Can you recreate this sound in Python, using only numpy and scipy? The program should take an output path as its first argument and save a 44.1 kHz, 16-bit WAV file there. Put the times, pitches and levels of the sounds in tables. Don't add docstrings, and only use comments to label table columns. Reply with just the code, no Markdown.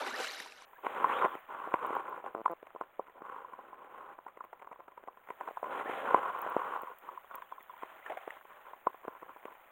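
import sys
import numpy as np
from scipy import signal
from scipy.fft import rfft, irfft
from scipy.io import wavfile
from scipy.ndimage import uniform_filter1d

SR = 44100
rng = np.random.default_rng(int(sys.argv[2]) if len(sys.argv) > 2 else 0)


def wrap_up_sound(samples):
    columns = np.atleast_2d(samples).T
    tamed = np.clip(columns, -1, 1)
    steps = np.round(tamed * 32767).astype(np.int16)
    wavfile.write(sys.argv[1], SR, steps)


N = 428211
TIME = np.arange(N) / SR
BINS_HZ = np.fft.rfftfreq(4096, 1 / SR)
USUAL_KNOCK_DB = -41

# start_s, level_db, thud_db, edge_db (the last two tilt the bass and the treble)
KNOCKS = [(0.7864, -51, -8, -13), (0.8668, -28.5, -7, -8.5), (1.0436, -20.5, -16, -24.5),
          (1.2219, -27.5, -20.5, -25), (1.2301, -30.5, -10.5, -32), (1.2452, -29.5, 2, -19),
          (1.2502, -25, -3, -9.5), (1.26, -32, -1, -20), (1.3534, -39.5, -3.5, -11.5),
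          (1.6745, -38, 0.5, -16), (1.741, -23, -6.5, -14.5), (1.8471, -32.5, -10, -35),
          (1.9057, -36, 8, -13.5), (1.93, -36, -5.5, -21), (2.1254, -39, -11, -25), (2.242, -42, 4.5, -19),
          (1.967, -31, -12, -30), (2.0804, -39, -20.5, -19.5), (2.3495, -33.5, 1.5, -17),
          (2.459, -21.5, -17.5, -26), (2.4797, -36.5, -11.5, -26.5), (2.6292, -46.5, 5.5, -10),
          (2.67, -50, 1.5, -7), (2.7497, -45.5, 4.5, -16), (2.761, -41.5, -6.5, -18),
          (2.8115, -32.5, -5.5, -21), (2.995, -31.5, 0.5, -54), (3.0834, -51.5, -1, -18.5),
          (3.2206, -43.5, 7.5, -23), (3.4463, -41.5, -9, -42.5), (3.5341, -42, -6.5, -17),
          (3.5905, -43, -5.5, -19), (3.73, -44.5, -9.5, -27), (4.1883, -45.5, -4, -11.5),
          (4.266, -42, -8.5, -21), (4.281, -49.5, -11.5, -12.5), (4.3733, -48.5, 2, -8.5),
          (4.407, -39, -16.5, -30), (4.4407, -46, -1.5, -9.5), (4.5307, -43.5, -4, -10.5),
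          (4.6224, -45.5, -4.5, -9), (4.6728, -45, -15, -19), (4.7141, -44.5, -6, -22.5),
          (4.729, -47, -2.5, -9), (4.7593, -53.5, -7.5, -13), (4.7923, -54.5, 13, -12.5),
          (4.8041, -46.5, -8.5, -14.5), (4.8822, -48.5, -9, -16.5), (4.977, -45, -10, -11.5),
          (5.0382, -51, -3, -5), (5.0761, -46, -0.5, -10), (5.0837, -40.5, -9, -29.5),
          (5.1726, -51.5, -8.5, -13), (5.2886, -46.5, -6.5, -13.5), (5.3046, -37, -3.5, -10),
          (5.41, -36, -6, -17), (5.414, -44.5, -4.5, -20), (5.4768, -38, -11, -16), (5.4867, -39, -7, -18),
          (5.5099, -44.5, 11, -11.5), (5.5713, -35, -9, -24), (5.6294, -33, 0, -33),
          (5.6439, -35.5, -8, -17.5), (5.6573, -41, -18, -24), (5.8968, -34.5, 10.5, -19.5),
          (6.1452, -16.5, -8, -23), (6.1731, -39.5, 0.5, -17.5), (6.464, -37, 3, -18.5),
          (6.5658, -24, 5.5, -29.5), (6.7604, -37.5, -10.5, -20), (6.8339, -42, 6.5, -9),
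          (6.872, -40.5, -27, -18), (7.089, -39, -19, -29), (7.1754, -39.5, -27.5, -22.5),
          (7.346, -44, -10.5, -17.5), (7.3827, -47, -17.5, -16), (7.422, -42.5, -18, -2),
          (7.5219, -38.5, -20.5, -29), (7.581, -45.5, -21.5, -26), (7.696, -43, -20.5, -19),
          (7.7374, -47.5, -39, -11), (7.8239, -43.5, -20.5, -20), (7.8334, -37.5, -6, -11),
          (8.2777, -37.5, -0.5, -10.5), (8.7337, -43, -5.5, -14), (8.8698, -22.5, -6.5, -34.5),
          (8.9447, -48, -5.5, -18.5), (9.051, -45, 5, -10), (9.0809, -35, 1, -14.5),
          (9.1509, -49.5, -3, -8.5), (9.2297, -42.5, -4, -23), (9.3626, -48.5, -9.5, -20),
          (9.4547, -41, 6.5, -5.5), (9.4806, -50, -14, -18.5)]
# start_s, length_s, ring_db, flex_db, rustle_db
STROKES = [(0.821, 0.15243, -41, -46, -52.5), (0.945, 0.1305, -34.5, -42, -51.5),
           (1.071, 0.1286, -31.5, -42, -46), (1.196, 0.06279, -27.5, -36.5, -57.5),
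           (1.271, 0.0806, -44, -51.5, -62), (1.478, 0.525, -40.5, -52.5, -60.5),
           (1.803, 0.20056, -38, -44, -58.5), (2.026, 0.16697, -45, -49.5, -64),
           (2.232, 0.048, -43.5, -47.5, -63), (3.138, 0.07915, -59.5, -59.5, -87.5),
           (3.229, 0.18838, -45.5, -55, -70), (3.434, 0.4707, -55.5, -60.5, -70.5),
           (3.906, 0.22502, -50, -56.5, -66.5), (5.274, 0.035, -60.5, -59.5, -64),
           (5.376, 0.1226, -53, -58, -66.5), (5.637, 0.0659, -44.5, -46, -61.5),
           (5.697, 0.11789, -37.5, -42.5, -50), (5.834, 0.23044, -43, -43.5, -51.5),
           (6.035, 0.15374, -33, -40, -51.5), (6.204, 0.09843, -32.5, -46, -54),
           (6.305, 0.47479, -37, -49, -56.5), (6.777, 0.14175, -47, -57.5, -66.5),
           (7.005, 0.13403, -52, -58.5, -65.5), (7.288, 0.0903, -46, -63.5, -71),
           (7.764, 0.2205, -60, -70, -60.5), (8.052, 0.0966, -51, -59.5, -68),
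           (8.462, 0.15823, -57, -69, -66.5), (8.635, 0.07743, -52, -63, -65.5),
           (9.024, 0.1023, -55, -65, -72), (9.273, 0.02559, -45.5, -54, -75.5),
           (9.45, 0.05442, -55, -61.5, -71.5)]
# time_s, hiss_db, fizz_db, lapping_db
BACKGROUND = [(.65, -79.5, -73, -69), (1.3, -86, -70.5, -57.5), (1.5, -91.5, -76, -65),
              (2.6, -92, -81, -69), (5.1, -89.5, -80, -72.5), (5.45, -78, -72.5, -63),
              (7.0, -79.5, -72.5, -65.5), (9.71, -81.5, -73, -65.5)]
# frequency_hz, gain_db
HISS_SPECTRUM = [(4000, -27.5), (5700, -19.5), (6400, -5), (7100, -2), (7900, -5), (9400, -0.5),
                 (11000, -5.5), (13000, -5), (16000, -7.5)]
# frequency_hz, gain_db
FIZZ_SPECTRUM = [(9000, -37.5), (12600, -21), (13800, -5), (15500, -2)]


def open_splash():
    # time_s, churn_db, spray_db
    envelope = [(0.0, -37.5, -47), (0.056, -46.5, -50.5), (0.066, -37, -43.5), (0.122, -49, -51.5),
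                (0.21, -41.5, -42.5), (0.292, -53, -45), (0.416, -55, -50), (0.514, -62, -61),
                (0.65, -63.5, -60.5)]
    # frequency_hz, gain_db
    churn_spectrum = [(59, -105), (100, -62), (225, -12.5), (376, -4), (529, -0.5), (584, -2), (822, 0.5),
                      (1260, -3), (1450, -0.5), (3000, -24), (3900, -54), (6600, -120)]
    # frequency_hz, gain_db
    spray_spectrum = [(710, -35), (1200, -1.5), (1790, 2), (1930, -4.5), (4000, -5.5), (9410, -22),
                      (11600, -22), (13500, -26), (16000, -49.5)]
    churn = bubble_cloud(223.26, 3051.5, per_s=1300, cycles=6.744, spread_db=0)
    churn += .5 * rng.standard_normal(N)
    spray = bubble_cloud(1903.1, 12806, per_s=3600, cycles=11.93, spread_db=5.0)
    spray += 0.829 * unit_rms(crackle(9000, spread_db=10.0))
    churn = amp(2.5) * colour(churn, churn_spectrum) * level(envelope)
    spray = amp(1.0) * colour(spray, spray_spectrum) * level(envelope, column=2)
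    water = churn + spray + amp(-3.5) * drops()
    return signal.sosfilt(signal.butter(5, 200, "high", fs=SR, output="sos"), water)


def drops():
    # start_s, level_db, pitch_hz
    plops = [(0.019, -46.5, 782.4), (0.064, -40.5, 992), (0.143, -38, 1778), (0.188, -37.5, 698.1),
             (0.2, -26, 447), (0.245, -26.5, 1475), (0.401, -27, 1780), (0.46, -37.5, 899.8),
             (0.522, -37, 2362), (0.621, -39.5, 979.2)]
    out, lowpass = np.zeros(N), signal.butter(2, 6000, fs=SR, output="sos")
    for s, db, hz in plops:
        ring = bubble(hz, cycles=3.267, rise=0.045)
        slap = 0.3512 * rng.standard_normal(len(ring)) * np.exp(-TIME[:len(ring)] / 0.004907)
        plop = ring + signal.sosfilt(lowpass, slap)
        add(out, s, amp(db) * plop / abs(plop).max())
    return out


def glugs():
    # start_s, peak_db, start_pitch_hz
    rising_bubbles = [(.012, -33.5, 815.3), (0.123, -51, 220), (0.135, -36, 1645), (.19, -45.5, 355.8),
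                      (0.489, -59, 2450), (0.755, -55, 1516), (5.858, -41.5, 1651), (8.02, -54.5, 1834),
                      (8.1, -36, 578.2), (8.165, -42.5, 659.9)]
    out, t = np.zeros(N), TIME[:int(.035 * SR)]
    envelope = np.sin(np.pi * np.sqrt(t / t[-1])) ** 2
    for s, db, hz in rising_bubbles:
        wobble = uniform_filter1d(np.cumsum(rng.standard_normal(len(t))), size=18) * 0.00304
        turns = np.cumsum(hz * (1 + 9 * t)) / SR + wobble
        add(out, s, amp(db) * np.sin(2 * np.pi * turns) * envelope)
    return out


def bubble(hz, cycles, rise):
    age = np.arange(int(4 * cycles * SR / hz)) * hz / SR / cycles
    return np.sin(2 * np.pi * cycles * age * (1 + rise * age)) * np.exp(-age) * (1 - np.exp(-10 * age))


def bubble_cloud(low_hz, high_hz, per_s, cycles, spread_db, sizes=28):
    cloud = np.zeros(N)
    for hz in np.geomspace(low_hz, high_hz, sizes) * rng.uniform(.95, 1.05, sizes):
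        births = crackle(per_s / sizes, spread_db)
        cloud += hz * signal.oaconvolve(births, bubble(hz, cycles, rise=.03))[:N]
    return unit_rms(cloud)


def mount():
    # frequency_hz, gain_db
    tone = [(40, -19), (120, 0.5), (250, 2.0), (420, 4), (1000, 3.5), (1500, -1.0), (3000, -11.5),
            (3900, -14), (4600, -33.5), (6000, -36.5), (7000, -27.0), (15000, -18.5)]
    out, t = np.zeros(N), TIME[:700] - .007
    for s, db, thud_db, edge_db in contacts():
        hard_db = max(db - USUAL_KNOCK_DB, 0)
        tilt = [(100, .5 * thud_db - 1.5 - 0.08 * hard_db), (250, thud_db + 0.5 - 0.033 * hard_db),
                (450, thud_db + 1), (650, thud_db + 2), (950, 0), (1200, 0),
                (2000, edge_db + 26), (3400, edge_db + 19.5), (4600, -.6 * hard_db)]
        tight = np.clip(thud_db / 5, 0, 1)
        grit = 0.05307 * amp(-.25 * (db + 36.0)) * (1 - 0.2933 * tight)
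        slip = grit * rng.standard_normal(len(t)) * np.exp(-abs(t) / 0.0016505)
        slip[np.argmin(abs(t))] += 1
        chatter = np.clip(0.4134 * amp(-.5 * (db + 41.5)), 0, .5) * (1 - tight)
        slip[rng.integers(0, len(t), size=2)] += chatter * rng.standard_normal(2)
        ring = minimum_phase(case_response(loose=0.12) + spectrum_db(tone) + spectrum_db(tilt))
        joint_damping = np.exp(-250 * tight * TIME[:len(ring)])
        knock = signal.fftconvolve(slip, ring * joint_damping)
        knock *= np.sqrt(0.007901 * SR / np.sum(knock ** 2))
        add(out, s + t[0] - .0005, amp(db) * knock)
    return out


def contacts():
    # start_s, gap_s, level_db
    creaks = [(2.3618, .0089, -43.5), (2.4981, .0059, -40.5)]
    slips = [(s + k * gap_s, db, 5, -20) for s, gap_s, db in creaks for k in range(7)]
    touches_per_s, touch_db = 9, -54.5
    touched, scatter_db = rng.random(N) < touches_per_s / SR, rng.standard_normal(N)
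    touches = [(s, touch_db + db, -7, -9) for s, db in zip(TIME[touched], scatter_db[touched])]
    return list(KNOCKS) + slips + touches


def case_response(loose):
    # frequency_hz, width_hz, gain_db
    modes = [(403.35, 253.16, -9.5), (713.53, 223.54, -7.5), (1024.7, 106.74, -2.5),
             (1397.6, 317.84, -16.5), (1839.3, 350, -25.5), (2649, 2300, -34.5)]
    hz, width, db = np.transpose(modes)
    shift, weight = rng.standard_normal((2, len(modes)))
    hz = hz + loose * width * shift
    gain = amp(db + 1.7 * weight) * (-1) ** np.arange(len(modes))
    f = BINS_HZ[:, None]
    resonances = gain * 1j * width * f / (hz ** 2 - f ** 2 + 1j * width * f)
    return 20 * np.log10(abs(resonances.sum(1)) + 1e-6)


def wall_delay(x):
    radius, angle = np.exp(-np.pi * 420 / SR), 2 * np.pi * 1000 / SR
    denominator = [1, -2 * radius * np.cos(angle), radius ** 2]
    return signal.lfilter(denominator[::-1], denominator, x)


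def sleeves():
    # frequency_hz, gain_db
    ring_spectrum = [(350, -39), (600, -6.5), (755, -4.5), (798, -20), (885, -7.5), (1050, 1), (1140, -1.5),
                     (1230, -8), (1450, -7.5), (1710, -22), (2330, -27.5), (3100, -32), (4000, -54),
                     (5200, -77), (8800, -120)]
    # frequency_hz, gain_db
    flex_spectrum = [(15, -70), (25, -45.5), (86, -37.5), (157, -28.5), (186, -22), (402, -8), (448, -10),
                     (507, -4), (818, -2.5), (898, -24), (1000, -9.5), (1300, -22.5), (2200, -120)]
    slips = unit_rms(crackle(1500, spread_db=4.0)) + 0.32653 * rng.standard_normal(N)
    slips *= amp(2.0005 * wander(top_hz=90))
    ring = amp(-2.0) * colour(slips, ring_spectrum)
    flex = amp(2.0) * colour(np.roll(slips, 60), flex_spectrum)
    ring *= rubbing(column=2, scuff_db=-57.5, rest_db=-68)
    flex *= rubbing(column=3, scuff_db=-64, rest_db=-71)
    return wall_delay(ring + flex)


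def rubbing(column, scuff_db, rest_db):
    strokes = [(row[0], row[1], row[column]) for row in STROKES]
    scuffs = [(s - .001, .014, scuff_db + 0.52 * (db - USUAL_KNOCK_DB)) for s, db, _, _ in KNOCKS]
    return np.hypot(gestures(strokes + scuffs), amp(rest_db))


def sleeve_zip():
    # time_s, level_db, pitch_hz
    glide = [(1.07, -63, 1710), (1.12, -46.5, 2200), (1.14, -49.5, 3084), (1.19, -59, 3516),
             (1.26, -68.5, 3419), (1.34, -64, 3240), (1.39, -64, 2000), (1.44, -67, 1493)]
    s, _, hz = np.transpose(glide)
    turns = np.cumsum(np.interp(TIME, s, hz)) / SR
    fuzz = wander(top_hz=330) + 1j * wander(top_hz=330)
    return (fuzz * np.exp(2j * np.pi * turns)).real * level(glide) * (TIME > s[0]) * (TIME < s[-1])


def muffled_water():
    # start_s, length_s, level_db
    washes = [(5.87, 0.1383, -47.5), (7.82, 0.2332, -67), (8.03, 0.33938, -59)]
    # frequency_hz, gain_db
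    shell = [(300, -24), (600, 6.5), (1200, 6.5), (1900, 3), (2500, -2.5), (3200, -7), (3800, -16.5),
             (4200, -28.5), (4600, -49.5)]
    wash = bubble_cloud(500, 3980, per_s=900, cycles=7.7, spread_db=-1.5)
    wash += 2.5665 * unit_rms(crackle(3000, spread_db=5.5))
    lapping, rustle = level(BACKGROUND, column=3), gestures(STROKES, column=4)
    outside = np.sqrt(lapping ** 2 + gestures(washes) ** 2 + rustle ** 2)
    return amp(3.0) * colour(wash, shell) * outside


def gulps():
    # start_s, level_db, pitch_hz, decay_s
    splashes = [(5.79, -44, 1849, 0.01645), (5.862, -52.5, 1710, .012), (8.062, -41, 1533, 0.00991),
                (8.097, -34, 758.5, 0.00864), (8.119, -30, 648.2, 0.003637), (8.149, -47, 763.2, 0.00499),
                (8.172, -28, 707, 0.003493), (8.211, -50.5, 684.4, 0.02815), (8.305, -33, 1904, 0.001774),
                (8.319, -54, 779, 0.0303)]
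    # frequency_hz, gain_db
    shell = [(100, -33), (400, 1), (600, 0.0), (2200, 3.0), (3500, -12.5), (4100, -40.5), (4600, -56.5)]
    out, t = np.zeros(N), TIME[:int(.15 * SR)]
    for s, db, hz, decay_s in splashes:
        ring = bubble(hz, cycles=1.843, rise=0.0265)
        cluster = unit_rms(signal.oaconvolve(rng.standard_normal(len(t)), ring)[:len(t)])
        spatter = rng.standard_normal(len(t))
        envelope = np.exp(-t / decay_s) * (1 - np.exp(-t / 0.000343))
        add(out, s, amp(db) * (cluster + spatter) * envelope)
    return signal.oaconvolve(out, minimum_phase(spectrum_db(shell)))[:N]


def sizzle(x):
    band = signal.sosfilt(signal.butter(3, [1900, 4000], "band", fs=SR, output="sos"), x)
    strength = np.sqrt(abs(uniform_filter1d(band ** 2, size=300)))
    strength = strength / (1 + strength / amp(-46.0))
    high = amp(-15.0) * colour(rng.standard_normal(N), HISS_SPECTRUM)
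    fizz = amp(-21.5) * colour(rng.standard_normal(N), FIZZ_SPECTRUM)
    return strength * (high + fizz)


def bird(start_s, gap_s, notes):
    out, t = np.zeros(N), TIME[:int(.06 * SR)]
    for k in range(notes):
        hz = np.linspace(3700, 3080, len(t)) * rng.uniform(.99, 1.01)
        note = np.sin(2 * np.pi * np.cumsum(hz) / SR) * np.hanning(len(t))
        scatter = rng.standard_normal(len(t)) * np.exp(-t / 0.0103)
        blurred = unit_rms(signal.fftconvolve(note, scatter)[:len(t)])
        add(out, start_s + k * gap_s, amp(-76.5 - 4 / 2 ** k) * blurred)
    return out


def hiss(buzz_hz):
    buzz = 1 + 3.6 * np.exp(-(((TIME * buzz_hz) % 1 - .64) / 0.026) ** 2)
    noise = rng.standard_normal((2, N)) * buzz
    high = amp(-3.0) * colour(noise[0], HISS_SPECTRUM) * level(BACKGROUND)
    fizz = amp(6.0) * colour(noise[1], FIZZ_SPECTRUM) * level(BACKGROUND, column=2)
    return high + fizz


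def ticks():
    # start_s, peak_db
    bursts = [(1.8662, -44), (1.9525, -44), (2.0951, -48.5), (2.5156, -44.5), (4.4457, -50),
              (6.3899, -41.5), (6.4176, -30), (6.4986, -39.5), (6.8192, -36.5), (6.9855, -46),
              (7.3548, -33.5), (7.6286, -45)]
    # frequency_hz, gain_db
    treble = [(5000, -56.0), (8000, -34.5), (12500, -32.5), (14500, -18.0), (15800, -7), (16400, -36)]
    noise = colour(rng.standard_normal(N), treble)
    out, t = np.zeros(N), TIME[:1500]
    for s, db in bursts:
        tick = noise[round(s * SR):][:len(t)] * t ** 2 * np.exp(-t / 0.00038)
        add(out, s, amp(db) * tick / abs(tick).max())
    return out


def rumble():
    # frequency_hz, gain_db
    bass = [(20, 1), (60, -6), (150, -6), (400, -13.0), (1500, -53.5)]
    return amp(-83.5) * colour(rng.standard_normal(N), bass)


def gestures(rows, column=2):
    attack_s, release_s, rise_db_per_s = 0.024936, 0.020602, 0.5
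    power = np.zeros(N)
    for row in rows:
        start_s, length_s = row[:2]
        t = TIME[:int((length_s + 8 * release_s) * SR)]
        shape = np.minimum(t / attack_s, 1) * np.exp(-np.maximum(t - length_s, 0) / release_s)
        add(power, start_s, (shape * amp(row[column] + rise_db_per_s * t)) ** 2)
    return np.sqrt(power)


def crackle(per_s, spread_db):
    size = amp(spread_db * np.minimum(rng.exponential(1, N), 3.3))
    return size * rng.choice([-1, 1], N) * (rng.random(N) < per_s / SR)


def wander(top_hz):
    hz = np.fft.rfftfreq(N, 1 / SR)
    return unit_rms(irfft(rfft(rng.standard_normal(N)) * (hz < top_hz) * (hz > 6), N))


def colour(x, points):
    return unit_rms(signal.oaconvolve(x, minimum_phase(spectrum_db(points)))[:N])


def minimum_phase(db):
    log_gain = np.log(amp(np.r_[db, db[-2:0:-1]]))
    return np.fft.ifft(np.exp(np.conj(signal.hilbert(log_gain)))).real[:len(BINS_HZ)]


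def spectrum_db(points):
    hz, db = np.transpose(points)
    return np.interp(np.log(BINS_HZ + 1), np.log(hz + 1), db)


def level(rows, column=1):
    rows = np.array(rows)
    return amp(np.interp(TIME, rows[:, 0], rows[:, column]))


def amp(db):
    return 10 ** (np.asarray(db) / 20)


def unit_rms(x):
    return x / np.sqrt(np.mean(x ** 2) + 1e-20)


def add(mix, start_s, sound):
    part = mix[max(round(start_s * SR), 0):][:len(sound)]
    part += sound[:len(part)]


def scene():
    inside = np.clip((TIME - .65) / .002, 0, 1)
    splash = open_splash()
    throughout = glugs() + rumble()
    background = bird(start_s=7.216, gap_s=0.091, notes=7) + hiss(buzz_hz=119.88) + ticks()
    case = sleeves() + sleeve_zip() + muffled_water() + gulps() + wall_delay(mount())
    return ((1 - inside) * splash + inside * (case + sizzle(case) + background) + throughout)[None]


def record(dry):
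    lowpass = signal.firwin(511, 16050, window=("kaiser", 9), fs=SR)
    return signal.oaconvolve(dry, lowpass[None], "same")


dry = scene()
out = record(dry)
wrap_up_sound(out)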